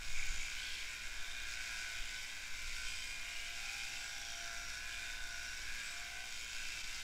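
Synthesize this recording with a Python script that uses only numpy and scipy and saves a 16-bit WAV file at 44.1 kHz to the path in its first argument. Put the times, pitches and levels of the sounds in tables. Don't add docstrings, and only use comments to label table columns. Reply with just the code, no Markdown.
import sys
import numpy as np
from scipy import signal
from scipy.fft import rfft
from scipy.io import wavfile
from scipy.ndimage import uniform_filter1d

SR = 44100
rng = np.random.default_rng(int(sys.argv[2]) if len(sys.argv) > 2 else 0)


def materialize(psi):
    bounded = np.clip(np.atleast_2d(psi).T, -1, 1)
    quanta = np.round(bounded * 32767).astype(np.int16)
    wavfile.write(sys.argv[1], SR, quanta)


N = 310023
TIME = np.arange(N) / SR

# peak time in seconds, length in seconds, extra rasp in dB.
PUSHES = [(0.302, 0.69, 2), (0.69, 0.66, 1.5), (1.51, 0.11, 2.5), (1.764, 0.59, 3), (2.178, 0.37, 2),
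          (2.845, 0.66, 3), (3.38, .25, 1.5), (3.786, 0.69, 3.5), (4.32, 0.89, 1.5), (4.73, .16, 1.5),
          (5.01, 0.34, 1.5), (5.5, 0.57, 1), (5.864, 0.45, 2), (6.364, 0.25, 2), (6.663, 0.46, 3),
          (7.0, 0.58, 3)]
def handpiece(turns):
    knock = knocks(turns)
    scrape = unit_rms(barn_echo(friction(turns, knock), wet_db=-9.5))
    knock = unit_rms(barn_echo(knock, wet_db=4.5))
    push_db = sum(db * swell(s, length) for s, length, db in PUSHES)
    body = fork(turns, knock, scrape) + housing(turns, knock, scrape)
    return body + blades(knock, scrape, push_db) + cutting(turns, knock, scrape, push_db) + singing(turns)


# place in the turn (0-1), strength in dB.
JOINTS = [(.04, -4), (.13, -7), (.25, -4), (.34, 0), (.39, -4), (.5, -7), (.61, -3), (.72, -5), (.79, -3),
          (.84, 1), (.95, -4)]
def knocks(turns, drift_turns=.008, sway_db=1.1, uneven_db=.7, scatter_us=50):
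    out, reach = np.zeros(N), np.arange(-8, 9)
    scatter_samples = scatter_us * SR / 1e6 * gain_of(.5 * wander(1.72))
    for place, db in JOINTS:
        due = np.arange(1, int(turns[-1]) - 1) + place
        at = np.interp(due, turns + drift_turns * wander(1.5), np.arange(N))
        late, strong = rng.standard_normal((512, 2))[:len(at)].T
        knock_db = db + sway_db * wander(2.3)[at.astype(int)] + uneven_db * np.clip(strong, -2, 2)
        size = gain_of(knock_db) * rng.choice([-1, 1])
        at = at + late * scatter_samples[at.astype(int)]
        near = at.astype(int)[:, None] + reach
        clicks = np.sinc(near - at[:, None]) * np.hanning(len(reach))
        np.add.at(out, np.clip(near, 0, N - 1), size[:, None] * clicks)
    return unit_rms(out)


def friction(turns, knock, scuff_s=.0007, grit_db=1.0, uneven_db=.6):
    scuff = unit_rms(signal.lfilter([1], [1, -np.exp(-1 / (scuff_s * SR))], knock ** 2))
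    swing = turns + .05 * wander(1.2)
    pressure = .68 + .55 * stroke(swing, .83, .1) + .25 * stroke(swing, .34, .1)
    grains = np.repeat(rng.standard_normal(N // 16 + 1), 16)[:N]
    grit = gain_of(grit_db * grains + uneven_db * wander(55))
    return unit_rms(np.sqrt(pressure ** 2 + scuff) * grit * rng.standard_normal(N))


# pitch in Hz, width in Hz, relative level in dB.
FORK_RINGS = [(1998, 46, -2), (2210, 140, -1.5), (2297, 450, 1.5), (2452, 215, 1.5), (2710, 360, -5)]
# multiple of the crank speed, level in dB compared with the ringing.
FORK_BUZZ = [(35, -20.5), (36, -17), (37, -14.5), (38, -20), (39, -16.5), (40, -16), (41, -15.5), (42, -16),
             (46, -20.5)]
# time in seconds, level in dB.
FORK_LEVEL = [(.07, -52), (.3, -49), (.93, -49), (1.18, -52.5), (1.47, -49.3), (1.7, -48), (2.45, -51.5),
              (2.7, -49), (3.3, -48.7), (3.8, -50.5), (4.27, -53), (4.8, -51.5), (5.04, -48.5), (5.26, -55),
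              (5.42, -51), (5.57, -52.5), (5.79, -48.5), (5.97, -51), (6.55, -52), (6.74, -49.7),
              (7.03, -52)]
def fork(turns, knock, scrape):
    buzz = sum(tone(round(k) * turns, db, sway_db=2.0, slip_cycles=.15) for k, db in FORK_BUZZ)
    ringing = metal(knock, scrape, FORK_RINGS, knock_share=.82)
    return gain_of(curve(FORK_LEVEL)) * steadied(ringing + buzz)


# pitch in Hz, width in Hz, relative level in dB.
HOUSING_RINGS = [(1412, 60, -7.5), (1529, 163, 1), (1634, 102, -2), (1743, 110, -7.5)]
# time in seconds, level in dB.
HOUSING_LEVEL = [(0.0, -52), (0.06, -59), (0.33, -52), (0.41, -57.5), (0.62, -51.5), (0.8, -56),
                 (1.86, -49.5), (2.09, -54.5), (2.15, -51), (2.21, -56), (2.62, -54.5), (2.72, -59),
                 (2.76, -51), (3.01, -57), (3.84, -54), (3.95, -56), (4.03, -51.5), (4.31, -55),
                 (4.48, -50), (4.58, -52), (5.52, -50), (5.6, -53.5), (5.72, -50), (5.95, -53), (6.23, -54),
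                 (6.38, -58.5), (6.62, -52.5), (6.85, -57.5), (6.99, -54.5), (7.03, -58)]
def housing(turns, knock, scrape):
    ringing = metal(knock, scrape, HOUSING_RINGS, knock_share=.65)
    return gain_of(curve(HOUSING_LEVEL)) * steadied(ringing + housing_drone(turns))


# multiple of the crank speed, level in dB compared with the ringing.
HOUSING_BUZZ = [(24, -14.5), (25, -13.5), (26, -8), (27, -18.5), (28, -10.5), (29, -12)]
# peak time in seconds, length in seconds, then multiple and dB as above.
DRONES = [(.31, .25, 26, -1), (.62, .3, 26, -2), (1.5, .35, 26, -1), (1.87, .4, 26, 1.5),
          (1.85, .55, 28, -3), (2.16, .2, 26, 0), (2.75, .4, 24, -3), (2.82, .25, 26, -2),
          (3.98, .55, 25, -2), (4.5, .22, 28, 0), (4.6, .4, 24, -4), (4.78, .25, 26, -1),
          (4.85, .6, 29, -4), (5.3, .75, 26, 3), (5.35, .4, 25, -3), (5.75, .25, 28, -1),
          (6.17, .3, 26, -1), (6.6, .25, 26, -1)]
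def housing_drone(turns):
    out = np.zeros(N)
    for multiple, db in HOUSING_BUZZ:
        load_power = sum((gain_of(drone_db) * swell(s, length)) ** 2
                         for s, length, which, drone_db in DRONES if which == round(multiple))
        overtone = tone(round(multiple) * turns, 0, sway_db=1.3, slip_cycles=.11)
        out += np.sqrt(gain_of(db) ** 2 + load_power) * overtone
    return out


# pitch in Hz, width in Hz, relative level in dB.
COMB_RINGS = [(2915, 220, -12), (3130, 183, 0.5)]
TEETH_RINGS = [(3707, 510, 0)]
CUTTER_RINGS = [(4420, 590, -4), (4886, 750, -0.5), (5450, 320, 0), (5880, 510, -4.5)]
# time in seconds, level in dB.
COMB_LEVEL = [(0, -61.5), (.4, -55.5), (1.1, -59.5), (2.25, -56), (2.5, -62), (2.75, -59), (2.95, -51.5),
              (3.2, -59), (3.5, -57), (3.9, -56), (4.25, -60), (4.7, -63), (5.05, -60), (5.25, -63),
              (5.7, -59), (6.1, -59.5), (6.4, -56), (7.03, -57)]
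def blades(knock, scrape, push_db):
    comb = metal(knock, scrape, COMB_RINGS, knock_share=.55, db=curve(COMB_LEVEL))
    teeth = metal(knock, scrape, TEETH_RINGS, knock_share=.48, db=-57 + .9 * push_db)
    cutter = metal(knock, scrape, CUTTER_RINGS, knock_share=.38, db=-55.5 + 1.29 * push_db)
    return comb + teeth + cutter


# pitch in Hz, width in Hz, relative level in dB.
EDGE_RINGS = [(6780, 700, 2), (7590, 1400, 0.5), (9500, 2800, -11), (11260, 1400, -15),
              (14200, 3000, -24.5)]
def cutting(turns, knock, scrape, push_db, flutter_db=.5):
    fork_db = curve(FORK_LEVEL)
    facing_db = .17 * (fork_db - fork_db.mean())
    edges = metal(knock, scrape, EDGE_RINGS, knock_share=.21, db=-58 + .87 * push_db + facing_db)
    wool = gain_of(-71 + .8 * push_db) * unit_rms(ring(fibres(turns), [(10200, 21000, 0)]))
    return (edges + wool) * gain_of(flutter_db * wander(60))


def fibres(turns, per_s=1500, spread_db=1.0, clump_db=3.5):
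    closing = .2 + stroke(2 * turns, .66, .22)
    snaps = (rng.random(N) < closing * per_s / SR) * rng.choice([-1, 1], N)
    snap_db = spread_db * np.minimum(rng.exponential(1, N), 3) + clump_db * wander(60)
    return unit_rms(snaps * gain_of(snap_db))


# peak time in seconds, length in seconds, pitch in Hz,
# width in Hz, slide in Hz per second, level in dB, place in the turn (0-1).
SINGS = [(0.213, .16, 2324, 327, 0, -45.5, 0.23), (.462, 0.16, 2340, 280, 0, -51.5, 0.15),
         (0.302, .49, 6830, 704, 2, -54, .63), (0.689, .32, 3200, 604, 700, -52, 0.67),
         (0.698, .3, 4300, 1100, 1200, -54, 0.55), (1.343, .34, 3660, 320, 500, -55, 0.8),
         (2.045, 0.3, 3520, 500, 0, -59, 0.9), (2.969, .47, 7980, 720, -600, -60, 1),
         (2.994, .4, 4900, 350, 0, -57.5, 1), (3.398, 0.37, 2860, 180, 0, -55, 0.56),
         (3.758, .36, 2480, 200, -300, -50, 0.38), (3.97, .23, 2680, 230, 502, -54, 0.47),
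         (4.04, .16, 7700, 450, 0, -58, 0.25), (4.304, .38, 3245, 240, -1500, -56, 0.56),
         (4.325, .66, 5720, 500, 300, -54.5, 1), (4.703, .31, 5570, 500, -400, -55, 0.7),
         (4.937, 0.098, 3030, 650, 0, -54.5, 0.6), (5.132, .4, 3634, 130, 0, -58.5, .42),
         (5.469, .46, 5600, 380, 0, -56, 1), (5.883, .17, 7850, 700, 0, -58, .5),
         (6.48, 0.43, 6840, 400, -4, -59.5, 0.8), (6.682, .5, 2645, 200, 2, -53.5, 1)]
def singing(turns, between_strokes=.51):
    out = np.zeros(N)
    for s, length, hz, width, glide, db, place in SINGS:
        span = abs(TIME - s) < length / 2
        grip = between_strokes + stroke(turns[span], place, .14)
        rub = grip * rng.standard_normal(2 * SR)[:span.sum()]
        note = ring(rub, [(hz, width, 0)])[:len(rub)]
        slide = np.exp(1j * np.pi * glide * (TIME[span] - s) ** 2)
        voice = steadied((signal.hilbert(note) * slide).real, samples=2300)
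        out[span] += gain_of(db) * np.sqrt(abs(swell(s, length)[span])) * voice
    return out


# peak time in seconds, length in seconds,
# level in dB of the meshing teeth's tone, level in dB of a side tone above it.
WHINES = [(.25, 0.31, -79, -73), (1.3, 0.32, -70, -86), (1.85, 1, -70.5, -92), (3.28, 0.45, -71.5, -86),
          (3.554, 0.34, -65.5, -83), (3.727, 0.41, -79, -65.5), (4.0, 0.4, -68, -68),
          (4.232, 0.38, -66.5, -64.5), (4.495, 0.48, -61.5, -71), (5.0, 0.86, -68, -78),
          (5.36, 0.57, -66, -79), (6.02, 0.4, -63.5, -82), (6.198, 0.3, -64, -73)]
def gears(turns, idle_mesh_db=-77, idle_side_db=-80):
    mesh_load = sum((gain_of(db) * swell(s, length)) ** 2 for s, length, db, _ in WHINES)
    side_load = sum((gain_of(db) * swell(s, length)) ** 2 for s, length, _, db in WHINES)
    mesh_db = 10 * np.log10(gain_of(idle_mesh_db) ** 2 + mesh_load)
    side_db = 10 * np.log10(gain_of(idle_side_db) ** 2 + side_load)
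    mesh = tone(12 * turns, mesh_db, sway_db=1.2, slip_cycles=.06)
    side = tone(14 * turns, side_db, sway_db=1.0, slip_cycles=.08)
    between = tone(13 * turns, (mesh_db + side_db) / 2 - 7, sway_db=4.5, slip_cycles=.24)
    return mesh + side + between


# multiple of the crank speed, level in dB.
SHAFT_TONES = [(5, -86), (11, -84), (15, -93), (16, -84.5), (17, -81), (18, -80.5), (19, -83), (20, -82),
               (21, -84), (22, -83)]
def shaft(turns):
    hum = tone(turns, -66, sway_db=2.5, slip_cycles=.083)
    return hum + sum(tone(round(k) * turns, db, sway_db=3.5, slip_cycles=.16) for k, db in SHAFT_TONES)


# pitch in Hz, level in dB.
MOTOR_TONES = [(100, -78.5), (1023, -73.5)]
def motor():
    return sum(tone(hz * TIME, db, sway_db=1.0, slip_cycles=.083) for hz, db in MOTOR_TONES)


# peak time in seconds, length in seconds,
# extra rumble in dB, change of rustle in dB.
MOVES = [(.7, 0.56, 3.5, -.5), (1.19, 0.29, 9, -0.5), (1.47, 0.4, 4.5, 1), (2.032, .2, 8.5, 2),
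         (2.696, 0.62, 8, -1.5), (3.296, 0.8, 3.5, -0.5), (4.6, .25, 2.5, 3), (5.227, 0.22, 7, 1),
         (5.67, 0.23, 7, 2.5), (6.71, 0.78, 5, 1.5)]
# frequency in Hz, relative level in dB.
RUMBLE_COLOUR = [(3, 6.5), (9, 9), (14, 5.5), (22, -2.5), (35, -8), (55, -20), (80, -24), (150, -36.5),
                 (400, -68), (2000, -90)]
RUSTLE_COLOUR = [(20, -4), (90, -3), (150, 1), (300, -4.5), (500, -14), (1000, -15.5), (4000, -25.5)]
def movement(still_rumble_db=-51.5, still_rustle_db=-70.5):
    rumble_db = still_rumble_db + sum(db * np.sqrt(abs(swell(s, length))) for s, length, db, _ in MOVES)
    rustle_db = still_rustle_db + sum(db * swell(s, length) for s, length, _, db in MOVES)
    rumble = gain_of(rumble_db) * steadied(noise(RUMBLE_COLOUR))
    return rumble + gain_of(rustle_db) * noise(RUSTLE_COLOUR)


# time in seconds, level in dB.
GUST_LEVEL = [(0, -53), (.09, -30.5), (.23, -36.5), (.34, -29), (.44, -44), (.6, -57), (.8, -90)]
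# frequency in Hz, relative level in dB.
GUST_COLOUR = [(3, -16), (9, 4), (14, -1), (22, -12), (35, -15), (55, -31.5), (150, -46.5), (2000, -100)]
def gust():
    return gain_of(curve(GUST_LEVEL)) * steadied(noise(GUST_COLOUR))


# frequency in Hz, seconds to fade by 60 dB.
ECHO_FADE = [(200, 0.44), (2000, 0.32), (6000, 0.71), (15000, 0.64)]
def barn_echo(x, wet_db, patterns=4, patterns_per_s=2.22):
    reflections = rng.standard_normal((patterns, SR // 3)) * (np.arange(SR // 3) > SR // 200)
    hz, t, spectra = signal.stft(reflections, SR, nperseg=256)
    fade = gain_of(-60 * t / value_at(ECHO_FADE, hz)[:, None])
    tails = signal.istft(spectra * fade, SR, nperseg=256)[1]
    spot, out = patterns_per_s * TIME, x.copy()
    for k, tail in enumerate(tails):
        away = (spot - k + patterns / 2) % patterns - patterns / 2
        near = np.sqrt(np.maximum(1 - abs(away), 0))
        out += gain_of(wet_db) * signal.oaconvolve(x * near, tail / np.linalg.norm(tail))[:N]
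    return out


# frequency in Hz, relative level in dB.
AIR_COLOUR = [(20, -8), (80, 3.5), (150, -8), (300, -4.5), (500, -4.5), (800, -1), (1200, -7.5), (3000, -6),
              (16000, -16)]
def barn_air():
    return gain_of(-63) * noise(AIR_COLOUR)


def metal(knock, scrape, rings, knock_share, db=0):
    blend = np.sqrt(knock_share) * knock + np.sqrt(1 - knock_share) * scrape
    return gain_of(db) * steadied(ring(blend, rings))


def ring(x, rings):
    hz = np.fft.rfftfreq(4096, 1 / SR)
    power = sum(gain_of(db) ** 2 / (1 + (2 * (hz - f) / width) ** 2) ** 2 for f, width, db in rings)
    log_gain = np.log(np.r_[power, power[-2:0:-1]] + 1e-10) / 2
    response = np.fft.ifft(np.exp(np.conj(signal.hilbert(log_gain)))).real[:2048]
    return signal.oaconvolve(x, response)[:N]


def tone(cycles, db, sway_db, slip_cycles):
    peak = np.sqrt(2) * gain_of(db + sway_db * wander(3))
    return peak * np.sin(2 * np.pi * (cycles + slip_cycles * wander(12)))


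def noise(colour):
    gains = gain_of(value_at(colour, np.fft.rfftfreq(N, 1 / SR)))
    return unit_rms(np.fft.irfft(rfft(rng.standard_normal(N)) * gains, N))


def wander(per_s):
    t = TIME[::128]
    rates = per_s * np.geomspace(1 / 10, 1, 14)
    waves = np.sin(2 * np.pi * (rates[:, None] * t + rng.random((len(rates), 1))))
    return np.interp(TIME, t, unit_rms(waves.sum(0)))


def stroke(turns, place, width):
    return np.exp(-(((turns - place + .5) % 1 - .5) / width) ** 2)


def swell(s, length):
    return np.where(abs(TIME - s) < length / 2, np.cos(np.pi * (TIME - s) / length), 0)


def curve(rows):
    return uniform_filter1d(np.interp(TIME, *np.transpose(rows)), size=3000)


def value_at(rows, hz):
    f, value = np.transpose(rows)
    return np.interp(np.log(hz + 1), np.log(f + 1), value)


def gain_of(db):
    return 10 ** (np.asarray(db) / 20)


def unit_rms(x):
    return x / np.sqrt(np.mean(x ** 2) + 1e-20)


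def steadied(x, samples=8820):
    return x / np.sqrt(abs(uniform_filter1d(x ** 2, size=samples)) + 1e-20)


# time in seconds, turns per second.
CRANK_SPEED = [(0.0, 57.7), (0.06, 57.3), (0.25, 58.3), (0.33, 57.4), (0.37, 57.9), (1.11, 57.5),
               (1.55, 58.2), (2.0, 57.5), (2.23, 58.0), (2.58, 57.9), (2.76, 58.4), (3.21, 57.6),
               (3.58, 58.0), (4.52, 57.5), (4.68, 57.9), (4.74, 57.4), (4.82, 58.0), (5.11, 57.6),
               (5.82, 58.1), (5.89, 57.6), (6.03, 58.2), (6.23, 58.3), (6.87, 57.7), (7.03, 58.0)]
def scene():
    turns = np.cumsum(curve(CRANK_SPEED)) / SR
    machine = handpiece(turns) + gears(turns) + shaft(turns) + motor()
    return (machine + movement() + gust() + barn_air())[None]


def record(dry, dip_db=-5.5, treble_limit_hz=15700):
    dipped = dry * gain_of(dip_db * swell(s=6.827, length=.017))
    lowpass = signal.firwin(801, treble_limit_hz, window=("kaiser", 9), fs=SR)
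    return signal.oaconvolve(dipped, lowpass[None], "same")


dry = scene()
out = record(dry)
materialize(out)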